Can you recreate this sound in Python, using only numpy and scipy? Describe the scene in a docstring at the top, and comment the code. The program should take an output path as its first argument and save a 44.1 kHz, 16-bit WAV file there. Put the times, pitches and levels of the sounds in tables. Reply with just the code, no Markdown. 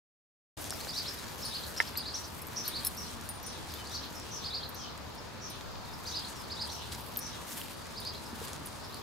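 """Tug-of-war on a lawn

A dog and a puppy tug at a plush toy: struck modes ring as collar tags, noise grains rustle as grass, with snaps.
A driven hollow body knocks once, filtered clicks thump as paws, filtered pulses growl faintly.
Sparrows are gliding one- and two-voiced whistles, one near, others echoing off walls.
Below lie shaped noise and hums of a distant town, and low wind lumps.
"""
import sys
import numpy as np
from scipy import signal
from scipy.io import wavfile
from scipy.ndimage import uniform_filter1d

SR = 44100
rng = np.random.default_rng(int(sys.argv[2]) if len(sys.argv) > 2 else 0)


def master(y):
    """Save y as 16-bit WAV."""
    cut = np.clip(np.atleast_2d(y).T, -1, 1)
    pcm = np.round(cut * 32767)  # scale
    wavfile.write(sys.argv[1], SR, pcm.astype(np.int16))


def decibels_to_gain(level_db):
    """Convert a level in decibels to a linear amplitude gain (20 dB per decade)."""
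    exponent = np.asarray(level_db, float) / 20
    return 10 ** exponent


N = 397782


def rms_one(x):
    """Scales to unit rms."""
    return x / np.sqrt(np.mean(x ** 2) + 1e-20)


def in_time(rows):
    """Interpolates each column over time."""
    s, *columns = np.transpose(rows)
    return [np.interp(np.arange(N) / SR, s, column) for column in columns]


def at_hz(points, hz):
    """Interpolates a curve over log frequency."""
    table_hz, values = np.transpose(points)
    return np.interp(np.log(hz), np.log(table_hz), values)


def drift(rate_hz):
    """Slow random wander of unit rms: noise through two equal poles at rate_hz, run at SR / 40."""
    r = np.exp(-80 * np.pi * rate_hz / SR)
    white = rng.standard_normal(N // 40 + 2002)
    slow = signal.lfilter([1], [1, -2 * r, r * r], white)[2000:]
    return np.interp(np.arange(N) / 40, np.arange(len(slow)), rms_one(slow - slow.mean()))


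def clicks(times_s, sizes):
    """Single-sample impulses on a tiny floor."""
    out = np.full(N, 1e-18)
    np.add.at(out, np.round(np.asarray(times_s) * SR).astype(int), sizes)
    return out


def ring(x, hz, t60_s):
    """Two-pole resonator: a unit click starts a decaying sine of height 1."""
    r, w = decibels_to_gain(-60 / (t60_s * SR)), 2 * np.pi * hz / SR
    return signal.lfilter([0, np.sin(w)], [1, -2 * r * np.cos(w), r * r], x)


def band(x, low_hz, high_hz):
    """Butterworth band-pass."""
    sos = signal.butter(2, [low_hz, min(high_hz, .45 * SR)], "band", fs=SR, output="sos")
    return signal.sosfilt(sos, x)


def pan(x, left_over_right_db):
    """Splits a level difference evenly over both ports."""
    return x * decibels_to_gain(np.array([[left_over_right_db / 2], [-left_over_right_db / 2]]))


def swells(rows):
    """Sum of humps that swell linearly to a peak and fade linearly."""
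    t = np.arange(N) / SR
    return sum(decibels_to_gain(db) * np.interp(t, [s - up_s, s, s + down_s], [0, 1, 0]) for s, db, up_s, down_s in rows)


# Stereo likeness: (frequency [Hz], left-right likeness [-1..1])
LIKENESS = [(40, .2), (80, 0.35), (160, 0.022), (300, 0), (700, 0.21), (1400, 0.4), (3000, 0.028),
            (8000, 0.29)]
# Stereo balance: (frequency [Hz], left over right [dB])
BALANCE_DB = [(60, 0.5), (500, 2), (2000, 1.5), (8000, 0.5)]


def coloured(white, spectrum, patchy_db):
    """Half-octave bands of (draw, mid/side) noise, each with its level, flicker, likeness and balance."""
    out = 0
    edges_hz = 20 * 2 ** np.arange(0, 10.1, .5)
    for k, (low_hz, high_hz) in enumerate(zip(edges_hz, edges_hz[1:])):
        mid, side = band(white[k % 2], low_hz, high_hz)
        centre_hz = np.sqrt(low_hz * high_hz)
        alike = np.clip(at_hz(LIKENESS, centre_hz), -.95, .95)
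        both = np.sqrt(1 + alike) * mid + np.sqrt(1 - alike) * side * [[1], [-1]]
        level_db = at_hz(spectrum, centre_hz) + patchy_db * drift(2.77)
        out = out + decibels_to_gain(level_db) * pan(both, at_hz(BALANCE_DB, centre_hz))
    return out


# Tag touches: (time [s], tick drive [dB], ring drive [dB], family struck hardest)
TAG_TOUCHES = [(.6115, -41, -48, "c"), (.6333, -42, -55, "d"), (1.14, -33, -50, "d"),
               (1.452, -39, -43, "a"), (1.9739, -32, -44, "d"), (2.418, -36, -43.5, "b"),
               (2.4693, -32, -55, "d"), (2.6786, -30, -40.5, "d"), (2.8486, -15, -32, "b"),
               (2.8613, -17, -34, "b"), (2.8691, -14, -27.5, "b"), (2.9684, -42, -55, "d"),
               (3.29, -18.5, -38, "a"), (3.4291, -29, -58, "d"), (3.464, -34, -45, "a"),
               (3.7389, -39, -52, "d"), (4.421, -44, -59.5, "d"), (4.6907, -41, -54, "d"),
               (4.7451, -50, -58, "d"), (5.0941, -52, -67, "d"), (5.1487, -50, -59, "d"),
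               (5.4999, -45, -52.5, "d"), (6.2974, -42, -59, "d"), (7.0058, -44, -55, "d"),
               (7.171, -24, -44.5, "d"), (7.1906, -17, -39, "b"), (7.5331, -44, -56, "d"),
               (8.0012, -39, -52.5, "d"), (8.448, -42, -51, "d"), (8.659, -40, -45, "c")]
# Tag modes: (frequency [Hz], level in family [dB], t60 [s], family)
TAG_MODES = [(9553, -1, .3, "a"), (9565, -2, .3, "a"), (14560, -6, .08, "a"), (10580, 2, 0.052, "b"),
             (10680, 5, 0.035, "b"), (5300, -4, .04, "b"), (11130, 6, 0.056, "c"), (13915, 1.5, .08, "c"),
             (12140, 14.5, 0.049, "d"), (7760, -.5, .05, "d")]
# Family coupling, rows = struck a-d: (gain of a [dB], of b [dB], of c [dB], of d [dB])
FAMILY_DB = [(-1, -16, -12, -16), (-26, 0.5, -16, -12.5), (-6, -10, 2.5, -26), (-5, -4.5, -11, -1)]


def tags():
    """Each touch ticks brightly, rings one metal mode family hardest and drives the others along."""
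    spread_db = 3.5   # from touch to touch, on gains below 0 dB
    s, tick_db, ring_db = np.transpose([row[:3] for row in TAG_TOUCHES])
    struck = ["abcd".index(row[-1]) for row in TAG_TOUCHES]
    chance = rng.standard_normal((len(s), len(TAG_MODES)))
    out = decibels_to_gain(2.5) * band(clicks(s, decibels_to_gain(tick_db)), 4000, 17000)
    for k, (hz, mode_db, t60_s, family) in enumerate(TAG_MODES):
        along_db = np.array(FAMILY_DB)[struck, "abcd".index(family)]
        varied_db = along_db + spread_db * (along_db < 0) * chance[:, k - 1]
        sign = np.where(along_db != 0, np.sign(chance[:, k]), 1)
        out = out + ring(clicks(s, sign * decibels_to_gain(ring_db + mode_db + varied_db)), hz, t60_s)
    right = 0.59 * (out + np.roll(out, 1))   # half a sample late, slightly duller
    return np.array([out, right])


# Paws and toy dragging through grass: (time [s], level around 6.7-8.7 kHz [dB])
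RUSTLE = [(.6, -53.5), (1.2, -54.5), (1.55, -56.5), (1.8, -53), (2.1, -63), (2.65, -56.5), (3.08, -57.5),
          (3.35, -62.5), (3.8, -57), (4.5, -66.5), (5.2, -72), (5.8, -67.5), (6.1, -61.5), (6.4, -60.5),
          (7, -60), (9.02, -62.5)]
# Quick scuffs, same level scale: (peak time [s], level [dB], swell [s], fade [s])
SCUFFS = [(6.927, -51.5, 0.012, 0.039), (7.6, -56.5, 0.2, 0.15), (8.48, -62.5, 0.2, 0.089)]
# Rustle colour: (frequency [Hz], relative density [dB per Hz])
GRASS_SPECTRUM = [(900, -16), (1500, 1.5), (3500, 2), (7000, 0.5), (12400, -2.5), (16000, -61)]


def grass():
    """Bending blades: clumped noise grains of random height, coloured, plus crackle."""
    height = decibels_to_gain(1.9 * np.minimum(rng.exponential(1, N), 6))
    grains_per_s = 6000 * decibels_to_gain(4 * drift(25))
    grain = height * (rng.random(N) < grains_per_s / SR)
    white = rng.standard_normal((2, 2, N)) * grain * [[1], [.6]]
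    rustle = coloured(white, GRASS_SPECTRUM, patchy_db=2.0)
    rustle_db, = in_time(RUSTLE)
    level = decibels_to_gain(rustle_db) + swells(SCUFFS)
    return rustle * level / np.std(band(rustle, 6740, 8650)) + crackle(level)


def crackle(level):
    """Lone dry blades break by chance, louder as the grass rustles more."""
    born = rng.random(N) < 45 / SR   # 45 per s on average
    sizes = decibels_to_gain(24.5 + 2.3 * rng.standard_normal(N)) * rng.choice([-1, 1], N)
    return level * band(born * sizes + 1e-18, 3400, 10000)


# Dry grass and twigs snapping under paws: (time [s], peak [dB], snap frequency [Hz])
SNAPS = [(0.6424, -27.5, 6600), (0.6975, -27, 7140), (0.7058, -21.5, 8250), (0.725, -27.5, 1290),
         (0.848, -29, 6500), (.87, -28.5, 1130), (.908, -35, 8500), (1.636, -33, 8000), (1.955, -31, 2700),
         (2.8334, -34, 9000), (3.2117, -31, 9000), (3.7384, -29, 5270), (4.1984, -33.5, 9000),
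         (4.977, -37, 8000), (5.61, -32, 5000), (5.7564, -33.5, 3280), (6.194, -33, 8000),
         (6.921, -27, 6000), (6.9493, -26.5, 4870), (7.161, -31, 4430), (7.4923, -36, 6500),
         (7.5288, -31.5, 5330), (7.615, -29, 4000), (8.0504, -30, 8000), (8.4735, -33, 6000),
         (8.4815, -29, 8000), (8.5318, -28.5, 8000), (8.5619, -36, 5500), (8.6714, -31.5, 7000),
         (8.944, -30, 8000)]


def snaps():
    """Each break is a few ms of noise fizz banded around its pitch."""
    out, size = np.zeros(N), 400
    fade = np.arange(size) * np.exp(-np.arange(size) / (0.00046 * SR))
    for s, db, hz in SNAPS:
        snap = band(rng.standard_normal(size) * fade, hz / 2.0, hz * 1.28)
        at = round(s * SR)
        out[at:at + size] += decibels_to_gain(db) * snap / np.max(np.abs(snap))
    return out


# Blows on the hollow body: (time [s], drive [dB])
KNOCK = [(1.8021, -9), (1.8109, -24)]
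# Body modes: (frequency [Hz], relative level [dB], t60 [s])
KNOCK_MODES = [(1820, -10, 0.027), (2060, -3, 0.012), (1400, -19, 0.03), (2680, -13, 0.02), (930, -9, 0.03),
               (540, -21, .035)]


def knock():
    """A soft contact drives a hollow body's modes, off to the left."""
    right_lag_s, right_early_share = 0.00055, 0.57
    s, db = np.transpose(KNOCK)
    blow = band(clicks(s, decibels_to_gain(db)), 660, 3500)
    left = sum(decibels_to_gain(mode_db) * ring(blow, hz, t60_s) for hz, mode_db, t60_s in KNOCK_MODES)
    return np.array([left, np.roll(left, round(right_lag_s * SR)) + right_early_share * left])


# Paws landing on turf: (time [s], drive [dB], frequency [Hz])
THUMPS = [(8.33, -32, 230), (8.415, -33, 460)]


def paws():
    """Each landing is a short dull resonance."""
    return sum(band(ring(clicks([s], decibels_to_gain(db)), hz, .04), 60, 900) for s, db, hz in THUMPS)


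def growl():
    """Low throaty rumble: uneven glottal pulses through two throat resonances."""
    start_s, loudest_s, end_s = 8.54, 8.6, 8.9
    pitch_hz, peak_db = 144.6, -50
    hump = swells([(loudest_s, peak_db, loudest_s - start_s, end_s - loudest_s)])
    level = hump ** 2 / decibels_to_gain(peak_db)
    cycles = np.cumsum(pitch_hz * (1 + 0.048 * drift(30))) / SR
    pulses = np.diff(np.floor(cycles), prepend=0) * (1 + 0.8 * rng.standard_normal(N))
    return level * rms_one(ring(pulses, 277, 0.058) + 0.53 * ring(pulses, 160, 0.039))


def birds():
    """Near notes come mostly direct, far cheeps mostly as scattered echoes; fence and house reflect."""
    near, lone, far = phrases() + links() + whistles(), lone_notes(), cheeps()
    behind = lone + decibels_to_gain(-5) * far
    fence = pan(np.roll(near, round(.025 * SR)) * decibels_to_gain(-7), -4)
    house = pan(np.roll(behind, round(.1 * SR)) * decibels_to_gain(-12), 1)
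    scattered = scatter(decibels_to_gain(-3) * near + decibels_to_gain(-2) * lone + decibels_to_gain(3) * far, t60_s=.36, per_s=900)
    return near + behind + fence + house + scattered


def sing(start_s, hz, level, upper, rough, gap_hz=370):
    """A whistle and a second voice gap_hz above it (upper = its share); rough flutters pitch and level."""
    out, at, size = np.zeros(N), round(start_s * SR), len(hz)
    tremble, flutter = uniform_filter1d(rng.standard_normal((2, size)), size=50) * rough
    phase = 2 * np.pi * np.cumsum(hz) / SR + np.cumsum(tremble)
    gap = 2 * np.pi * gap_hz * np.arange(size) / SR
    voices = np.sin(phase) + upper * np.sin(phase + gap)
    out[at:at + size] = (level * (1 + 40 * flutter) * voices)[:N - at]
    return out


def arch(s, top_hz, db, rise_s, fall_s, bow, fade, gap_hz=370):
    """Climb to the top and drop back, second voice near the top; bow flattens it, fade hides the drop."""
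    foot_hz = 3080
    t = np.arange(-rise_s, fall_s, 1 / SR)
    u = np.where(t < 0, t / rise_s, t / fall_s)
    shape = np.clip(1 - u ** 2, 0, 1) ** np.where(t < 0, 1.2, fade)
    upper = .9 * np.exp(-(u / .6) ** 2)
    hz = top_hz - (top_hz - foot_hz) * np.abs(u) ** bow
    return sing(s + t[0], hz, decibels_to_gain(db) * shape, upper, .045, gap_hz)


# Near sparrow's phrases: (top of second note [s], time since first [s],
# first note's lower voice [dB], second note's lower voice [dB], second top [Hz])
PHRASES = [(0.986, .086, -39, -34.5, 4650), (1.562, 0.1, -38, -36, 4480), (2.082, 0.099, -36.5, -38, 4575),
           (2.769, 0.1, -40, -36, 4470), (3.96, 0.086, -47, -38.5, 4520),
           (4.558, 0.097, -36.5, -33.5, 4560), (6.171, 0.09, -39, -34.5, 4647),
           (6.622, 0.095, -38, -36, 4670), (8.074, 0.091, -41.5, -37.5, 4660), (8.95, 0.12, -59, -48, 4500)]


def phrases():
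    """Near sparrow: arched first note, rising stroke, slower arched second note."""
    out, size = 0, round(0.028 * SR)
    stroke_hz = np.linspace(3280, 4325, size)
    for s, gap_s, first_db, second_db, top_hz in PHRASES:
        out = out + arch(s - gap_s, top_hz + 50, first_db, .034 * 0.96, .017, bow=2.1, fade=1.1)
        out = out + arch(s, top_hz, second_db, .034 * 1.25, .017, bow=1.8, fade=1.1)
        stroke_level = decibels_to_gain(second_db - 7) * np.sqrt(np.hanning(size))
        out = out + sing(s - .06, stroke_hz, stroke_level, 0, rough=.035)
    return out


# Links outside the phrases: (time at bottom [s], bottom [Hz], lower voice [dB])
LINKS = [(.79, 3510, -43.5), (1.855, 3710, -45.5), (2.226, 3830, -45), (4.73, 3540, -46), (6.42, 3250, -50)]


def links():
    """Weak sag to the bottom, climb on which the second voice joins, quick drop; one follows each phrase."""
    t = np.arange(-.014, .036, 1 / SR)
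    bend_hz = np.interp(t, [-.014, 0, .008, .026, .036], [250, 0, 150, 1050, 800])
    upper = np.interp(t, [.008, .02], [0, .7])
    level = np.interp(t, [-.014, -.008, .008, .024, .036], [0, .3, .3, 1, 0])
    after_phrases = [(s + .056, 3190, second_db - 5) for s, _, _, second_db, _ in PHRASES]
    return sum(sing(s - .014, hz + bend_hz, decibels_to_gain(db) * level, upper, rough=0.06)
               for s, hz, db in LINKS + after_phrases)


# Thin single whistles: (start [s], end [s], start pitch [Hz], end pitch [Hz], level [dB])
WHISTLES = [(6.35, 6.42, 5800, 4900, -53), (7.72, 7.755, 4620, 4600, -58), (7.785, 7.84, 4650, 4550, -56),
            (3.265, 3.295, 3200, 5300, -55), (3.752, 3.785, 3450, 3800, -51),
            (3.785, 3.82, 3050, 3000, -52), (4.79, 4.865, 3350, 3000, -51), (5.848, 5.857, 4100, 4600, -50),
            (5.862, 5.91, 3750, 3600, -54)]


def whistles():
    """Lone one-voiced glides with short soft edges."""
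    out = 0
    for start_s, end_s, start_hz, end_hz, db in WHISTLES:
        size = round((end_s - start_s) * SR)
        level = decibels_to_gain(db) * np.hanning(size) ** 0.044
        out = out + sing(start_s, np.linspace(start_hz, end_hz, size), level, 0, rough=0.045)
    return out


# A third sparrow's lone notes: (time at top [s], top [Hz], lower voice [dB])
LONE_NOTES = [(.717, 5200, -44), (1.086, 5100, -40), (1.187, 3950, -49.5), (1.432, 5100, -43.5),
              (1.779, 5220, -38), (2.152, 5710, -35), (2.577, 5630, -35.5), (2.985, 5560, -44),
              (3.705, 4680, -52), (5.186, 5160, -52), (5.938, 5050, -53), (8.262, 5030, -53.5),
              (8.845, 5100, -52)]


def lone_notes():
    """Third sparrow: single two-voiced arches whose drop is nearly hidden."""
    return sum(arch(s, hz, db, .02, .034, bow=2.6, fade=2.6, gap_hz=430) for s, hz, db in LONE_NOTES)


# Far sparrow's falling cheeps: (start [s], reference pitch [Hz], relative level [dB], hoarseness [factor])
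CHEEPS = [(0.926, 5500, -47, 1.6), (1.425, 5120, -48, 2.5), (2.554, 5820, -45.5, 1.8),
          (2.97, 5500, -46, 1.4), (3.425, 5670, -49.5, 2), (3.91, 5590, -46, 1.5), (4.144, 5310, -53, 1.9),
          (4.307, 5700, -44.5, 1.47), (4.748, 5760, -48, 2.1), (5.41, 5640, -46.5, 1.5),
          (6.057, 5870, -48, 2.17), (6.69, 5630, -48.5, 2.5), (7.206, 5630, -45, 1.16)]


def cheeps():
    """Far sparrow: a held two-voiced top, then a hoarse, weak slide down to a low tail."""
    marks_s = np.cumsum([0, .008, .045, .025, .06, .01])
    t = np.arange(0, marks_s[-1], 1 / SR)
    bend = np.interp(t, marks_s, [.95, 1.01, .985, .7, .57, .56])
    level = np.interp(t, marks_s, [.3, 1, .75, .14, .36, .05])
    upper = np.interp(t, marks_s, [1, 1, .75, .1, 1, 0])
    rough = np.interp(t, marks_s, [.04, .04, .07, .35, .15, .12])
    return sum(sing(s, hz * bend, decibels_to_gain(db) * level, upper, rough * hoarse, gap_hz=480)
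               for s, hz, db, hoarse in CHEEPS)


def scatter(x, t60_s, per_s):
    """Many small decaying echoes from leaves and houses, different at each port."""
    size = int(t60_s * SR)
    present = rng.random((2, size)) < per_s / SR
    taps = rng.standard_normal((2, size)) * present * decibels_to_gain(-60 * np.arange(size) / size)
    taps /= np.sqrt(np.sum(taps ** 2, axis=1, keepdims=True) + 1e-12)
    return signal.fftconvolve(x[None], taps, axes=1)[:, :N]


# Distant noise colour: (frequency [Hz], relative density [dB per Hz])
TOWN_SPECTRUM = [(15, -39), (25, -15.5), (59, -4.5), (82, -0.5), (414, -8), (769, -9.5), (905, -7),
                 (2460, -20.5), (5370, -18), (7000, -35), (15000, -37)]
# Far engines: (frequency [Hz], width [Hz], level [dB])
HUMS = [(74.9, 15, -57), (156.9, 11, -70), (233.5, 7.7, -63), (932, 160, -60)]


def town():
    """Far traffic: smooth coloured noise with a few wavering narrow-band hums."""
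    far = coloured(rng.standard_normal((2, 2, N)), TOWN_SPECTRUM, patchy_db=1.17)
    far *= decibels_to_gain(-49) / np.std(band(far, 404, 1160))   # rms in this band: -49 dB
    for hz, width_hz, db in HUMS:
        hum = band(rng.standard_normal(N), hz - width_hz / 2, hz + width_hz / 2)
        far += decibels_to_gain(db + 2.54 * drift(2.16)) * rms_one(hum)
    return far


# Gusts: (peak time [s], level over the steady wind at the left port [dB], swell [s], fade [s])
WIND = [(2.8, -52, 0.34, 1), (5.68, -45, .16, 0.42)]


def wind():
    """Low pressure lumps on the microphone ports, weaker and inverted on the right."""
    lumps = rms_one(band(rng.standard_normal(N), 28, 68))
    steady_db = -61
    return (decibels_to_gain(steady_db) + swells(WIND)) * lumps * [[1.0], [-.6]]


def scene():
    """All sources at the two microphone ports."""
    return tags() + grass() + snaps() + knock() + paws() + growl() + birds() + town() + wind()


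def top_cut(x):
    """Nothing passes above the cut-off."""
    return signal.sosfilt(signal.butter(12, 17000, fs=SR, output="sos"), x)


def record(dry):
    """Silence until the sound switches on within a few ms; a steep low-pass removes the top."""
    start_s, ramp_s, cutoff_hz = 0.568, 0.0069, 15750
    on = np.clip((np.arange(N) / SR - start_s) / ramp_s, 0, 1)
    low_pass = signal.ellip(10, .5, 70, cutoff_hz, fs=SR, output="sos")
    mix = signal.sosfilt(low_pass, dry * on)
    return top_cut(mix)


dry = scene()
out = record(dry)
master(out)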